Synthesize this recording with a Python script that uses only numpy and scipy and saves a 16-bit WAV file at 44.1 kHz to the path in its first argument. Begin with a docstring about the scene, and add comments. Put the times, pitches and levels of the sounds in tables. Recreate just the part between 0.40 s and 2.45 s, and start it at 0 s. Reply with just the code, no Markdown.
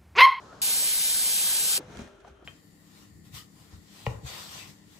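"""Faint squeaks and a couple of knocks come first, as a hand turns the valve of a gas bottle in a
garage with a concrete floor. Hard cut to steam jetting from the vent of a pressure canner at full,
steady force: a bright, turbulent hiss over a low roar. Hard cut again to hands gripping the pot and
twisting its lid, which slides on the rim with soft bumps, ticks and a squeak while the pot rings faintly."""
import sys
import numpy as np
from scipy import signal
from scipy.fft import rfft, irfft
from scipy.io import wavfile
from scipy.ndimage import map_coordinates

SR = 44100
rng = np.random.default_rng(int(sys.argv[2]) if len(sys.argv) > 2 else 0)


def log_audio(samples):
    """Write samples as a 16-bit WAV file to the path given in sys.argv[1]."""
    # one column per channel
    frames = np.atleast_2d(samples).T
    # limit to full scale, then quantise
    limited = np.clip(frames, -1, 1)
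    pcm = np.round(limited * 32767).astype(np.int16)
    wavfile.write(sys.argv[1], SR, pcm)


N = 90404
TIME = np.arange(N) / SR
FREQ = np.maximum(np.arange(N // 2 + 1) * SR / N, 1)
SIDES = np.array([[1], [-1]])  # left, right
JET_START_S, JET_END_S = 0.217, 1.38
KNOCK_ATTACK_S = 0.00077

# Stereo image of the quiet sounds: freq_hz, coherence (0-1), left_lead_rad, left_over_right_db
ROOM_IMAGE = [(60, .99, 0, .2), (130, .94, 0, .5), (280, .88, 0, 1.3), (650, .5, 0, 4.2),
              (1400, .45, 0, 2.5), (3100, .15, 0, .5), (6800, .45, 0, .3), (10000, .4, -1.5, 0),
              (12500, 1, -3.14, 0)]


def from_db(db):
    """Decibels to gain."""
    return 10 ** (np.asarray(db) / 20)


def unit_rms(x):
    """Scale to unit power."""
    return x / np.sqrt(np.mean(x ** 2) + 1e-20)


def automation(points):
    """A curve through (time, value) points, at every sample."""
    return np.interp(TIME, *np.transpose(points))


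def over_freq(rows):
    """Each column of a table, interpolated along log frequency."""
    hz, *columns = np.transpose(rows)
    return [np.interp(np.log(FREQ), np.log(hz), column) for column in columns]


def eq_curve(points):
    """Gain at every frequency from (Hz, dB) points."""
    return from_db(over_freq(points)[0])


def resonance(hz, width_hz):
    """Gain curve of a steep-sided resonance."""
    return 1 / (1 + ((FREQ ** 2 - hz ** 2) / (FREQ * width_hz)) ** 2)


def drift(rate_hz):
    """Smooth random wander at unit power."""
    pole = np.exp(-2 * np.pi * rate_hz / SR)
    wander = signal.lfilter([1], [1, -2 * pole, pole * pole], rng.standard_normal(N + SR))
    return unit_rms(wander[SR:])


def stroke(start_s, length_s):
    """A rounded swell and fade."""
    progress = np.clip((TIME - start_s) / length_s, 0, 1)
    return np.sqrt(np.abs(np.sin(np.pi * progress)))


def strike(age, t60_s):
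    """A fast attack and an exponential decay."""
    return (1 - np.exp(-age / KNOCK_ATTACK_S)) * from_db(-60 * age / t60_s)


def stereo_noise(gain, image=ROOM_IMAGE):
    """Coloured noise at unit power, partly shared between left and right."""
    coherence, lead_rad, pan_db = over_freq(image)
    white = rfft(rng.standard_normal((3, N)))
    shared = np.sqrt(coherence) * white[0] * np.exp(.5j * lead_rad * SIDES)
    diffuse = np.sqrt(1 - coherence) * white[1:]
    return unit_rms(irfft((shared + diffuse) * gain * from_db(.5 * pan_db * SIDES), N))


def garage_ripple(wall_gain=0.37, wall_span_s=.035):
    """Comb-like colour that near surfaces and many wall reflections put on a steady sound."""
    # Near reflections: delay_s, gain
    echoes = [(.00128, .07), (.00201, .04)]
    delays_s = (.07 + rng.random(80) ** 2) * wall_span_s
    gains = rng.standard_normal(80)
    paths = np.zeros(N)
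    paths[(delays_s * SR).astype(int)] = wall_gain * gains / np.linalg.norm(gains)
    paths[0] = 1  # direct sound
    for delay_s, gain in echoes:
        paths[int(delay_s * SR)] += gain
    return abs(rfft(paths))


def room_tone(bottle_db=-50, pot_db=-58):
    """Low room noise before and after the jet, brighter beside the gas bottle."""
    # Air around the bottle: freq_hz, gain_db
    bottle_eq = [(25, -6), (60, -2.5), (125, 4), (200, .5), (650, -1), (1400, -3.5), (2100, -17.5),
                 (4300, -16.5), (7000, -20), (10000, -33.5), (12000, -24.5), (16000, -36.5)]
    # Air around the pot: freq_hz, gain_db
    pot_eq = [(25, -23), (65, -1), (150, -14.5), (420, -9.5), (650, -17), (950, -21.5), (1400, -14),
              (2000, -30.5), (3300, -27), (5000, -58), (10000, -44.5), (16000, -38)]
    bottle = from_db(bottle_db) * stereo_noise(eq_curve(bottle_eq))
    pot = from_db(pot_db) * stereo_noise(eq_curve(pot_eq) * garage_ripple())
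    return (TIME < JET_START_S) * bottle + (TIME > JET_END_S) * pot


def squeaks(rough_db=2.5, slip_rate_hz=130):
    """Stick-slip chirps, unsteady in pitch and level, as the valve or the lid turns."""
    # Four valve squeaks, two lid squeaks: start_s, length_s, start_hz, end_hz, level_db, jitter_ratio
    chirps = [(0.034, 0.034, 1040, 1048, -54, .008), (0.078, 0.056, 1285, 1305, -56.5, .02),
              (0.116, 0.024, 1390, 1445, -54, .025), (0.138, 0.03, 1480, 1420, -60, .02),
              (1.845, .016, 680, 760, -55, .05), (1.868, .024, 770, 870, -53.5, .03)]
    out = np.zeros(N)
    for start_s, length_s, start_hz, end_hz, level_db, jitter in chirps:
        glide_hz = automation([(start_s, start_hz), (start_s + length_s, end_hz)])
        pitch_hz = glide_hz * (1 + jitter * drift(slip_rate_hz))
        tone = np.sin(2 * np.pi * np.cumsum(pitch_hz) / SR)
        rasp = from_db(rough_db * drift(slip_rate_hz))
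        out += from_db(level_db) * stroke(start_s, length_s) * unit_rms(tone * rasp)
    return out


def knocks(noise_gain=0.72, width_ratio=1.2):
    """Each contact is a quickly dying tone, roughened by noise around its pitch."""
    # Bumps and clicks of hands, valve and lid: start_s, level_db, pitch_hz, t60_s
    contacts = [(.128, -43.5, 654, 0.037), (.171, -47.5, 118, 0.12), (1.379, -37.5, 395, 0.069),
                (1.392, -37.5, 292, 0.071), (1.404, -43.5, 502, 0.27), (1.445, -48, 91, .15),
                (1.478, -47, 169, 0.18), (1.493, -41.5, 315, 0.069), (1.553, -40.5, 400, 0.031),
                (1.557, -40.5, 72, 0.15), (1.569, -42.5, 171, 0.068), (1.591, -30.5, 230, 0.064),
                (1.596, -39, 71, .08), (1.616, -34, 150, 0.017), (1.628, -44, 260, 0.012),
                (1.675, -46.5, 1820, 0.017), (1.847, -41, 686, 0.038), (1.877, -54.5, 1530, 0.082),
                (1.904, -53.5, 73.4, 0.16), (2.024, -48.5, 358, 0.076), (2.026, -54, 716, .06),
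                (2.045, -56, 3270, 0.031)]
    tone_gain = np.sqrt(2 * (1 - noise_gain ** 2))  # tone and noise add up to unit power
    out = np.zeros((2, N))
    for start_s, level_db, pitch_hz, t60_s in contacts:
        age = np.maximum(TIME - start_s, 0)
        tone = tone_gain * np.sin(2 * np.pi * pitch_hz * age)
        grit = noise_gain * stereo_noise(resonance(pitch_hz, width_ratio * pitch_hz))
        out += from_db(level_db) * strike(age, t60_s) * (tone + grit)
    return out


def band_flicker(hiss, depth_db=1.34, rate_hz=13.93, band_hz=272):
    """Narrow bands of the hiss swell and sink slightly, at random."""
    hz, times_s, cells = signal.stft(hiss, SR, nperseg=512)
    grid = np.meshgrid(hz / band_hz, times_s * rate_hz, indexing="ij")
    swell = map_coordinates(rng.standard_normal((256, 128)), grid, order=3, mode="wrap")
    _, flickering = signal.istft(cells * from_db(depth_db * swell), SR, nperseg=512)
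    return unit_rms(flickering[:, :N])


def steam_jet(roar_top_hz=2050, flutter_db=.2, wisp_s=.013, wisp_db=-9, wisp_fall_db_per_s=801):
    """Bright turbulence from the vent over a heaving roar; it cuts in, then cuts out with a brief wisp."""
    # Colour of the hiss: freq_hz, gain_db
    hiss_eq = [(30, -33), (70, -23.5), (130, -22.2), (185, -17.3), (330, -21), (580, -17.3), (850, -16.3),
               (1250, -18.9), (1550, -16.1), (1850, -16.2), (2200, -11.8), (2650, -10.9), (3100, -7.3),
               (3500, -7.9), (4050, -6.2), (4600, -6.2), (5150, -7.3), (5600, -7.7), (6100, -8.4),
               (6700, -8.8), (7600, -6.4), (8300, -5.6), (9000, -6.2), (9450, -5.4), (10150, -7.5),
               (11000, -2.2), (11700, -.3), (12400, -2.5), (14000, -2.5), (15600, -3.8)]
    # Stereo image of the jet: freq_hz, coherence (0-1), left_lead_rad, left_over_right_db
    jet_image = [(100, 0.97, 0, 0.3), (280, .88, .1, 1.2), (520, 0.6, 0.3, 2.8), (900.0, 0.1, 0.8, 4.1),
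                 (1700.0, 0.54, -0.1, 1.7), (2300.0, 0.05, -1.7, 0.8), (2800.0, 0.32, -2.8, 1.8),
                 (3400.0, 0.29, -1.3, 0.6), (4100.0, 0.65, -0.55, 1.0), (5050.0, 0.25, -2.5, 1.4),
                 (5600, 0.3, 0.1, -0.2), (5900, .78, 0, 0), (6500.0, 0.98, 0, 0), (7400.0, 0.98, 0, 0),
                 (7800, .75, -.4, 0), (8500.0, 0.68, -0.8, -0.0), (10000.0, 0.61, -1.5, 0.0),
                 (11400.0, 0.83, -2.2, -0.1), (12000, 0.88, -2.6, 0), (12520, 1, -3.14, 0)]
    # Swell and sag of the low roar: time_s, gain_db
    roar_ride = [(.22, -0.5), (.33, 2.5), (.5, 0), (.8, -2), (1.1, 1), (1.33, -0.5)]
    # Force of the jet, with a last surge: time_s, level_db
    flow = [(.217, -21.9), (.9, -21.8), (1.285, -21.4), (1.3, -20.4), (1.38, -20.8)]
    hiss = band_flicker(stereo_noise(eq_curve(hiss_eq) * garage_ripple(), jet_image))
    roar = irfft(rfft(hiss) / (1 + (FREQ / roar_top_hz) ** 4), N)
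    jet = hiss - roar + roar * from_db(automation(roar_ride))
    level_db = automation(flow) + flutter_db * drift(rate_hz=3)
    wisp = from_db(wisp_db - wisp_fall_db_per_s * np.maximum(TIME - JET_END_S, 0))
    gate = np.select([TIME < JET_START_S, TIME < JET_END_S, TIME < JET_END_S + wisp_s], [0, 1, wisp], 0)
    return gate * from_db(level_db) * jet


def lid_slide(grain_db=0.5, grain_rate_hz=72):
    """Grainy friction of the lid on the rim."""
    # Push and ease of the twist: time_s, level_db
    twist = [(1.38, -49), (1.46, -55), (1.53, -47.5), (1.565, -46.5), (1.615, -44.5), (1.66, -51),
             (1.72, -58.5), (1.83, -64), (1.88, -54), (1.94, -65)]
    # Colour of the friction: freq_hz, gain_db
    friction_eq = [(30, -8), (70, 3.5), (250, 2), (600, -1.5), (1000, -7), (1400, -5), (2200, -10.5),
                   (4000, -14), (4850, -20), (6000, -15), (7400, -21.5), (10000, -28.5), (16000, -20)]
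    level_db = automation(twist) - grain_db * drift(grain_rate_hz)
    friction = stereo_noise(eq_curve(friction_eq) * garage_ripple())
    return (TIME > JET_END_S) * from_db(level_db) * friction


def lid_ticks(attack_s=0.00025, tail_db=-25, tail_t60_s=0.1):
    """Dry ticks with a short tail, as the lid catches and lets go on the rim."""
    # Catches of the lid: start_s, level_db, t60_s
    catches = [(1.559, -47.5, .02), (1.5715, -37.5, .012), (1.5825, -45, .012), (1.5895, -45.5, .014),
               (1.5925, -45, .014), (1.611, -49, .015), (1.6215, -50, .012), (1.6745, -51.5, .014),
               (1.732, -59, .012), (1.802, -59, .08)]
    # Colour of a tick: freq_hz, gain_db
    tick_eq = [(200, -14), (900, -2), (1700, 0), (3500, -4), (5000, -11), (7300, -8), (10000, -19),
               (13000, -30), (16000, -45)]
    envelope = np.zeros(N)
    for start_s, level_db, t60_s in catches:
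        age = np.maximum(TIME - start_s, 0)
        attack = 1 - np.exp(-age / attack_s)
        snap = from_db(-60 * age / t60_s)
        tail = from_db(tail_db - 60 * age / tail_t60_s)
        envelope += from_db(level_db) * attack * np.hypot(snap, tail)
    return envelope * stereo_noise(eq_curve(tick_eq))


def lid_scuffs(centre_hz=6000, width_hz=1800):
    """Tiny bright scuffs where metal drags on metal."""
    # Drags of the lid: start_s, length_s, level_db
    drags = [(1.604, 0.0068, -55), (1.615, 0.0094, -55), (1.878, .014, -71)]
    envelope = sum(from_db(level_db) * stroke(start_s, length_s) for start_s, length_s, level_db in drags)
    return envelope * stereo_noise(resonance(centre_hz, width_hz))


def pot_ring(waver_db=2.5, left_over_right_db=2):
    """The pot's modes ring on unevenly after the firmer blows, a little to the left."""
    # Modes of the pot: pitch_hz, level_db, t60_s
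    modes = [(243.4, -47, 0.51), (394, -59, 11), (606, -60, 2.1), (647, -67.5, 1.8), (824, -69, 1.8),
             (1370, -63, 2.4), (1550, -74, 1.4), (2760, -73, 1.8), (3120, -75, 3.5)]
    # Blows that set it ringing: start_s, gain_db
    blows = [(1.592, 0), (1.87, -15.5)]
    out = np.zeros((2, N))
    for start_s, blow_db in blows:
        age = np.maximum(TIME - start_s, 0)
        for pitch_hz, mode_db, t60_s in modes:
            phase = rng.uniform(0, 2 * np.pi) + rng.normal(0, 0.63, (2, 1))  # offset per side, for width
            level_db = mode_db + blow_db - waver_db * drift(rate_hz=12)
            out += from_db(level_db) * strike(age, t60_s) * np.sin(2 * np.pi * pitch_hz * age + phase)
    return out * from_db(.5 * left_over_right_db * SIDES)


def scene():
    """The loud jet between the quiet valve and lid sounds, which sit on room tone."""
    foreground = steam_jet() + squeaks() + lid_slide() + lid_ticks() + lid_scuffs() + knocks()
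    return foreground + pot_ring() + room_tone()


def record(dry, low_cut_hz=36, high_cut_hz=15750):
    """Roll off the deep bass and cut the top steeply."""
    low_cut = signal.butter(5, low_cut_hz, "high", fs=SR, output="sos")
    high_cut = signal.ellip(12, .1, 80, high_cut_hz, fs=SR, output="sos")
    return signal.sosfilt(high_cut, signal.sosfilt(low_cut, dry))


dry = scene()
out = record(dry)
log_audio(out)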